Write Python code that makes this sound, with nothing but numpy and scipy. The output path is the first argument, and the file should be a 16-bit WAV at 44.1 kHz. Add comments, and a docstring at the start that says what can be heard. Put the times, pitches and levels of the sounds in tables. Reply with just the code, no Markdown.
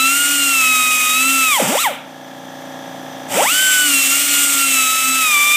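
"""Outdoors, close to a thick rubber track: an air grinder with a drill bit bores into it.
Each vane lets out a puff of air: a whine of rotor-locked sines at speed, a burble under load,
with filtered noise for the exhaust hiss. The rubber grabs the bit, it frees itself, stops, spins up again.
A piston compressor chugs steadily some way off: one repeating crank turn over a loose rattle and whistle."""
import sys
import numpy as np
from scipy import signal
from scipy.fft import rfft, irfft, next_fast_len
from scipy.io import wavfile
from scipy.ndimage import uniform_filter1d

SR = 44100
rng = np.random.default_rng(int(sys.argv[2]) if len(sys.argv) > 2 else 0)


def wav_record(signal):
    """Record a signal, one row per channel, as 16-bit PCM in the file named by sys.argv[1]."""
    frames = np.transpose(np.atleast_2d(signal))
    bounded = np.clip(frames, -1, 1)
    # unit amplitude maps onto the largest positive 16-bit level
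    quanta = np.round(bounded * 32767).astype(np.int16)
    wavfile.write(sys.argv[1], SR, quanta)


N = 245195
TIME = np.arange(N) / SR

# the rubber grabs the bit: caught_s, slowing_s, creep_start_s, freed_s, run_up_s
GRABS = [(1.6, .0135, 1.66, 1.775, .012), (3.2, .0135, 3.34, 3.466, .026)]
# the trigger is let go and squeezed again
LET_GO_S, SQUEEZE_S = 1.825, 3.275
# how each sound dies once the air is shut off: (holds on s, then falls dB per s)
WHINE_FADE, ROAR_FADE, HISS_FADE, SIZZLE_FADE = (.05, 370), (.018, 112), (.0014, 203), (.02, 220)


def from_db(db):
    """Decibels to gain."""
    return 10 ** (np.asarray(db) / 20)


def rms_one(x):
    """Scale to unit power."""
    return x / np.sqrt(np.mean(x ** 2) + 1e-20)


def in_time(rows):
    """Each column of a curve at every sample."""
    s, *columns = np.transpose(rows)
    return [np.interp(TIME, s, column) for column in columns]


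def at_hz(points, hz):
    """Gain of a spectrum at given frequencies; practically silent beyond its ends."""
    f, db = np.transpose(points)
    return from_db(np.interp(np.log(hz + 1e-3), np.log(f), db, left=-120, right=-120))


def coloured(x, gain_at):
    """Filter by a gain that is a function of frequency."""
    size = next_fast_len(N + 4096)
    hz = np.arange(size // 2 + 1) * SR / size
    return irfft(rfft(x, size) * gain_at(hz), size)[:N]


def noise(points):
    """Unit-power noise with the given spectrum."""
    return rms_one(coloured(rng.standard_normal(N), lambda hz: at_hz(points, hz)))


def drift(rate):
    """Random wander of unit power through `rate` new values per second."""
    steps = rng.standard_normal(4096)
    return rms_one(np.interp(TIME * rate, np.arange(len(steps)), steps))


def tone(phase, multiple):
    """A unit-power line locked to the rotor, at a multiple of the vane rate."""
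    return np.sqrt(2) * np.sin(multiple * phase + rng.uniform(0, 2 * np.pi))


def smooth_step(at_s, width_s):
    """An S-shaped rise from 0 to 1 around a moment."""
    return .5 + .5 * np.tanh((TIME - at_s) / (2 * width_s))


def grip(grab):
    """How firmly one grab holds the bit, 0-1."""
    caught, slowing, _, freed, run_up = grab
    return smooth_step(caught, slowing) * (1 - smooth_step(freed, run_up))


def time_shut():
    """Seconds since the trigger was let go; 0 while it is squeezed."""
    return np.maximum(TIME - LET_GO_S, 0) * (TIME < SQUEEZE_S)


def valve(fade, attack_s=0.057):
    """Gain of an air-driven sound: it dies after the trigger is let go and builds up after the squeeze."""
    hold_s, fall_db_per_s = fade
    closing = from_db(-fall_db_per_s * np.maximum(time_shut() - hold_s, 0))
    opening = 1 - np.exp(-(np.maximum(TIME - SQUEEZE_S, 0) / attack_s) ** 1.55)
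    return np.where(TIME < SQUEEZE_S, closing, opening)


def motor(crawl_start_hz=110.14, creep_hz_per_s=3000, coast_s=0.095):
    """Vane rate in Hz: cutting, dragged to a crawl by each grab, coasting down exponentially without air."""
    # speed while cutting, racing once freed, and cutting after the pause: time_s, vane_hz
    first_cut = [(0.0, 1310), (0.112, 1370), (0.182, 1420), (0.334, 1425), (0.498, 1380), (0.63, 1293),
                 (0.802, 1261), (1.098, 1250), (1.202, 1300), (1.302, 1352), (1.39, 1333), (1.45, 1298),
                 (1.502, 1246), (1.56, 1069)]
    race = [(1.82, 1400)]
    second_cut = [(3.57, 1522), (3.624, 1535), (3.856, 1479), (3.868, 1452), (3.962, 1366), (4.056, 1350),
                  (4.184, 1407), (4.272, 1423), (4.406, 1416), (4.632, 1372), (4.776, 1317), (4.86, 1293),
                  (5.008, 1309), (5.192, 1315), (5.364, 1166), (5.56, 1195)]
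    vane_hz, = in_time(first_cut + race + second_cut)
    vane_hz = uniform_filter1d(vane_hz, size=1323)  # 30 ms
    for grab in GRABS:
        # a held rotor gains speed as the bit works loose
        creeping_s = np.maximum(TIME - grab[2], 0)
        crawl_hz = np.minimum(crawl_start_hz + creep_hz_per_s * creeping_s, vane_hz)
        vane_hz = vane_hz + (crawl_hz - vane_hz) * grip(grab)
    return vane_hz * np.exp(-time_shut() / coast_s)


def exhaust(level_db, held_db, fade):
    """Gain of one part of the jet: a held rotor lets less air through."""
    # exhaust air with the trigger held: time_s, level_db
    air_level = [(0, -20.5), (1.8, -21.5), (3.35, -19.5), (3.6, -19), (4.6, -18.5), (5.05, -21),
                 (5.56, -20.5)]
    air_db, = in_time(air_level)
    held = sum(grip(grab) for grab in GRABS)
    return from_db(air_db + level_db + held_db * held) * valve(fade)


def port_whine(vane_hz, waver_db=1.0):
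    """(multiple, gain) of fundamental and octave, lifted or swallowed by the port as the motor slows."""
    # whine before and after the pause: time_s, fundamental_db, octave_db
    first_whine = [(0, -20, -18), (0.329, -20.5, -23.5), (.52, -24.5, -17), (.78, -20, -16.5),
                   (1.099, -23, -19.5), (1.44, -20.5, -18.5), (1.77, -20.5, -23), (1.82, -26, -33),
                   (1.86, -19.5, -16.5)]
    second_whine = [(3.45, -21.5, -15), (3.53, -26, -22), (3.58, -17.5, -20), (3.82, -18, -22.5),
                    (3.9, -29, -21.5), (3.97, -28.5, -18.5), (4.08, -38, -22), (4.13, -25, -21),
                    (4.2, -32, -28.5), (4.38, -27.5, -22.5), (4.53, -26.5, -35), (4.64, -22, -20.5),
                    (4.71, -35, -22), (4.77, -23.5, -19.5), (4.9, -20.5, -23), (5.22, -21.5, -21),
                    (5.36, -21.5, -15)]
    # port gain against speed: vane_hz, fundamental_db, octave_db
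    slow_whine = [(135, -14, -22), (225, 1, -7.5), (316.5, -6, -1.5), (427, -6.5, 1), (550, 9.5, -11.5),
                  (694, 0, -9), (860, 4.5, -10.5), (1030, 0, 1.5), (1160, -0.5, 0.5)]
    rates, *lifts = np.transpose(slow_whine)
    partials = []
    for k, db, lift in zip((1, 2), in_time(first_whine + second_whine), lifts):
        level_db = db + np.interp(vane_hz, rates, lift) + waver_db * drift(14)
        partials.append((k, from_db(level_db) * valve(WHINE_FADE)))
    return partials


def swelling_whine(vane_hz, waver_db=2.5, second_hum_db=-2):
    """(multiple, gain) of spindle hum and upper partials, each swelling when the speed dwells near its own."""
    # multiples of the vane rate: hum, then upper partials
    swell_orders = [.2, 3, 5, 6]
    # where each one swells: vane_hz, half_width_hz, steepness, peak_db
    swells = [(1389.5, 82, 2.83, -30), (1065, 121, 1.21, -22.5), (1572, 111, 1.45, -21.5),
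              (1387, 74, 2.2, -25.5)]
    dwell_hz = uniform_filter1d(vane_hz, size=5292)  # 120 ms
    partials = []
    for k, (best_hz, width_hz, steepness, db) in zip(swell_orders, swells):
        # the spindle hums less after the pause
        level_db = db + waver_db * drift(9) + second_hum_db * (k < 1) * (TIME > SQUEEZE_S)
        off_hz = np.maximum(np.abs(dwell_hz - best_hz), np.abs(vane_hz - best_hz))
        swell = 1 / np.hypot(1, (off_hz / width_hz) ** steepness)
        partials.append((k, from_db(level_db) * valve(HISS_FADE) * swell))
    return partials


def whine(vane_hz, phase, rough=0.12):
    """Sines locked to the rotor, each slightly rough in level."""
    partials = port_whine(vane_hz) + swelling_whine(vane_hz)
    return sum(gain * tone(phase, k) * (1 + rough * drift(70)) for k, gain in partials)


def gears(phase, waver_db=7.0, uneven_db=-54.0):
    """Faint wavering lines of uneven vanes, gears and bearings."""
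    # multiple of the vane rate, level_db before the waver
    gear_lines = [(.4, -47), (.8, -43), (.85, -45), (1.2, -45), (1.4, -42), (1.5, -42), (1.6, -39),
                  (1.8, -39), (2.2, -39), (2.4, -39), (2.8, -44), (3.25, -44), (4, -38), (4.25, -42),
                  (5.5, -38), (5.75, -39), (7, -41), (8, -38), (9, -42), (10, -40), (11, -43)]
    lines = 0
    for k, db in gear_lines:
        level_db = db + waver_db * (np.tanh(drift(6)) - 0.6)
        lines = lines + from_db(level_db) * tone(phase, k)
    # four slightly unequal vanes put weak lines at every quarter of the vane rate
    uneven = sum(tone(phase, k / 4) * drift(5) for k in range(13, 44))
    return lines + from_db(uneven_db) * uneven


def slow_puffs(vane_hz, phase, pulsing, puff_db=-23.0, halves_db=-20.0, burble_db=-19.5):
    """Near the stall the puffs come apart and ring the tool body and port."""
    # resonances of tool body and port: frequency_hz, relative_db
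    port = [(80, -40), (150, -12), (260, -9), (420, -21), (570, -5.5), (700, -15), (850, -4), (1050, -17),
            (1350, -11.5), (1700, -16), (2300, -12), (3300, -14), (4100, -30)]
    even = sum(at_hz(port, k * vane_hz) * tone(phase, k) for k in range(4, 13))
    # strong and weak puffs alternate, which adds lines halfway between
    halves = sum(at_hz(port, k * vane_hz) * tone(phase, k) for k in np.arange(1.5, 7))
    burble = from_db(burble_db) * noise(port) * pulsing
    return from_db(puff_db) * even + from_db(halves_db) * halves + burble


def jet(roar_gain):
    """Exhaust air as three bands of noise, each with its own response to load and trigger."""
    # colours of the exhaust: frequency_hz, relative_db
    roar_colour = [(80, -45), (150, -36), (300, -19.5), (800, -15.5), (1000, -15.5), (1300, 0), (1600, -8),
                   (1900, -0.5), (2250, 4), (2600, 1.5), (3000, 3.5), (3700, 0.5), (4100, -7.5),
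                   (4600, -19)]
    hiss_colour = [(3700, -36), (4300, -14), (4600, -6.5), (5000, -7), (5900, -3.5), (6400, -3.5),
                   (7000, -2), (7700, 2.5), (8300, 1), (9200, -3), (9700, -6.5), (10500, -44)]
    sizzle_colour = [(8500, -39), (9600, -3.5), (10500, 0), (11400, -1.5), (13000, -1.5), (14500, 0),
                     (15300, -3), (17000, -26)]
    hiss = exhaust(0, -1.6, HISS_FADE) * noise(hiss_colour)
    sizzle = exhaust(-3.6, -3, SIZZLE_FADE) * noise(sizzle_colour)
    return roar_gain * noise(roar_colour) + hiss + sizzle


def nearby(x, low_cut_hz=203):
    """The small port radiates little bass; short echoes comb the spectrum, so gliding lines swell and fade."""
    # echoes off the track and the machine: delay_s, level_db
    echoes = [(.0023, -49), (.0051, -18), (.0094, -21.5), (0.0171, -14.5)]

    def comb(hz):
        return 1 + sum(from_db(db) * np.exp(-2j * np.pi * hz * s) for s, db in echoes)

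    thin = signal.sosfilt(signal.butter(4, low_cut_hz, "high", fs=SR, output="sos"), x)
    return coloured(thin, comb)


def grinder(jitter=0.038, slow_hz=785.0, fast_hz=1150, chop=0.12, flutter_db=0.9):
    """Each vane lets out a puff of air: a whine at speed, a burble under load, always with jet noise."""
    vane_hz = motor()
    # the bit catches and slips in the rubber, so the rotation is never quite even
    wobble = jitter * (2 * drift(45) + drift(220))
    phase = 2 * np.pi * np.cumsum(vane_hz) / SR + wobble
    roar_gain = exhaust(-4, -2.6, ROAR_FADE)
    flow = roar_gain / np.percentile(roar_gain, 75)
    slow = 1 / (1 + (vane_hz / slow_hz) ** 6)
    fast = 1 / (1 + (fast_hz / vane_hz) ** 12)
    pulsing = 1 + chop * slow * np.cos(phase)
    lines = flow * fast * gears(phase)
    puffs = flow * slow * slow_puffs(vane_hz, phase, pulsing)
    air = jet(roar_gain) * pulsing * from_db(flutter_db * drift(70))
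    return whine(vane_hz, phase) + nearby(lines + puffs + air)


def whistle(centre_hz=6050, half_width_hz=53, level_db=-56):
    """A thin, fluttering whistle: a narrow band of noise."""
    def peak(hz):
        return 1 / (1 + ((hz - centre_hz) / half_width_hz) ** 2)

    return from_db(level_db) * rms_one(coloured(rng.standard_normal(N), peak))


def compressor(crank_hz=29.37, rattle_db=-38.0, throb=0.37, loose_hz=3820.0):
    """Piston and valves sound at their own crank positions; the turn repeats as harmonics over a loose rattle."""
    # piston thump and two valve chatters per turn: lowest_hz, position_turns, length_s, half_turn_later_db
    stroke_table = [(20, 0.595, 0.0072, -3), (1300, 0.13, 0.0057, -6), (2570, 0.91, 0.0073, -5.5)]
    # colour of the repeating turn, low and high: frequency_hz, relative_db per harmonic
    body = [(29, -103), (60, -87), (118, -57.5), (150, -47.5), (235, -58), (310, -46), (410, -64),
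            (520, -54.5), (585, -47.5), (700, -62), (800, -44.5), (900, -53.5), (1050, -57), (1200, -57)]
    clatter = [(1380, -57), (1560, -81), (1650, -49.5), (1900, -64), (2200, -78), (2950, -80),
               (3230, -55.5), (3600, -59.5), (4200, -81), (5500, -60), (8000, -73), (10000, -79),
               (11500, -77), (15000, -78)]
    # strongest tones: multiple of the crank rate, relative_db
    strong_tones = [(9, -39), (16, -50), (19, -42), (23, -44), (26, -43), (28, -46), (205, -57)]
    # loose rattle: frequency_hz, relative_db
    rattle_colour = [(25, -38), (60, -33), (90, -20), (190, 3), (300, -3), (430, -10), (650, 3.5), (850, 0),
                     (1200, -13), (1700, -2.5), (2500, -11), (3400, -9), (4300, -15.5), (6000, -13),
                     (10000, -22), (15000, -19)]
    # level at the microphone, which comes up while the grinder pauses: time_s, level_db
    heard_level = [(0, -7), (1.5, -6.5), (2.1, -4), (2.4, -2), (2.7, 0), (3.0, 0.6), (3.3, 1.5),
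                   (3.6, -5.5), (5.56, -8)]
    size = round(SR / crank_hz)
    turn = np.arange(size) / size
    hz = np.arange(size // 2 + 1) * crank_hz
    lines, strokes = np.zeros(len(hz), complex), 0
    for low_hz, position, length_s, return_db in stroke_table:
        # distance smears each knock into a short swell
        away_s = ((turn - position + .5) % 1 - .5) / crank_hz
        swell = np.exp(-(away_s / length_s) ** 2)
        swell = swell + from_db(return_db) * np.roll(swell, size // 2)
        # each stroke sets the harmonic phases above its lowest frequency
        lines = np.where(hz > low_hz, rfft(swell * rng.standard_normal(size)), lines)
        strokes = strokes + swell
    # the repeating part fades above loose_hz, except in the strongest tones
    gains = at_hz(body + clatter, hz) / np.hypot(1, (hz / loose_hz) ** 4)
    for multiple, db in strong_tones:
        gains[multiple] = from_db(db)
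    cycle = irfft(gains * np.exp(1j * np.angle(lines)), size) * size / np.sqrt(2)
    angle = TIME * crank_hz % 1
    chug = np.interp(angle, turn, cycle, period=1)
    # the rattle throbs with the strokes
    beat = 1 - throb + throb * np.interp(angle, turn, rms_one(strokes))
    rattle = from_db(rattle_db) * noise(rattle_colour) * beat
    level_db, = in_time(heard_level)
    return from_db(level_db) * (chug + rattle + whistle())


def scene():
    """Tool and compressor reach one microphone, alike in both channels."""
    return np.tile(grinder() + compressor(), (2, 1))


def record(dry, rounding_level=1.03, cutoff_hz=15330):
    """The highest peaks are rounded a little; the top is cut steeply."""
    rounded = dry / (1 + np.abs(dry / rounding_level) ** 4) ** .5

    def top_cut(hz):
        return 1 / np.hypot(1, (hz / cutoff_hz) ** 200)

    return np.array([coloured(x, top_cut) for x in rounded])


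dry = scene()
out = record(dry)
wav_record(out)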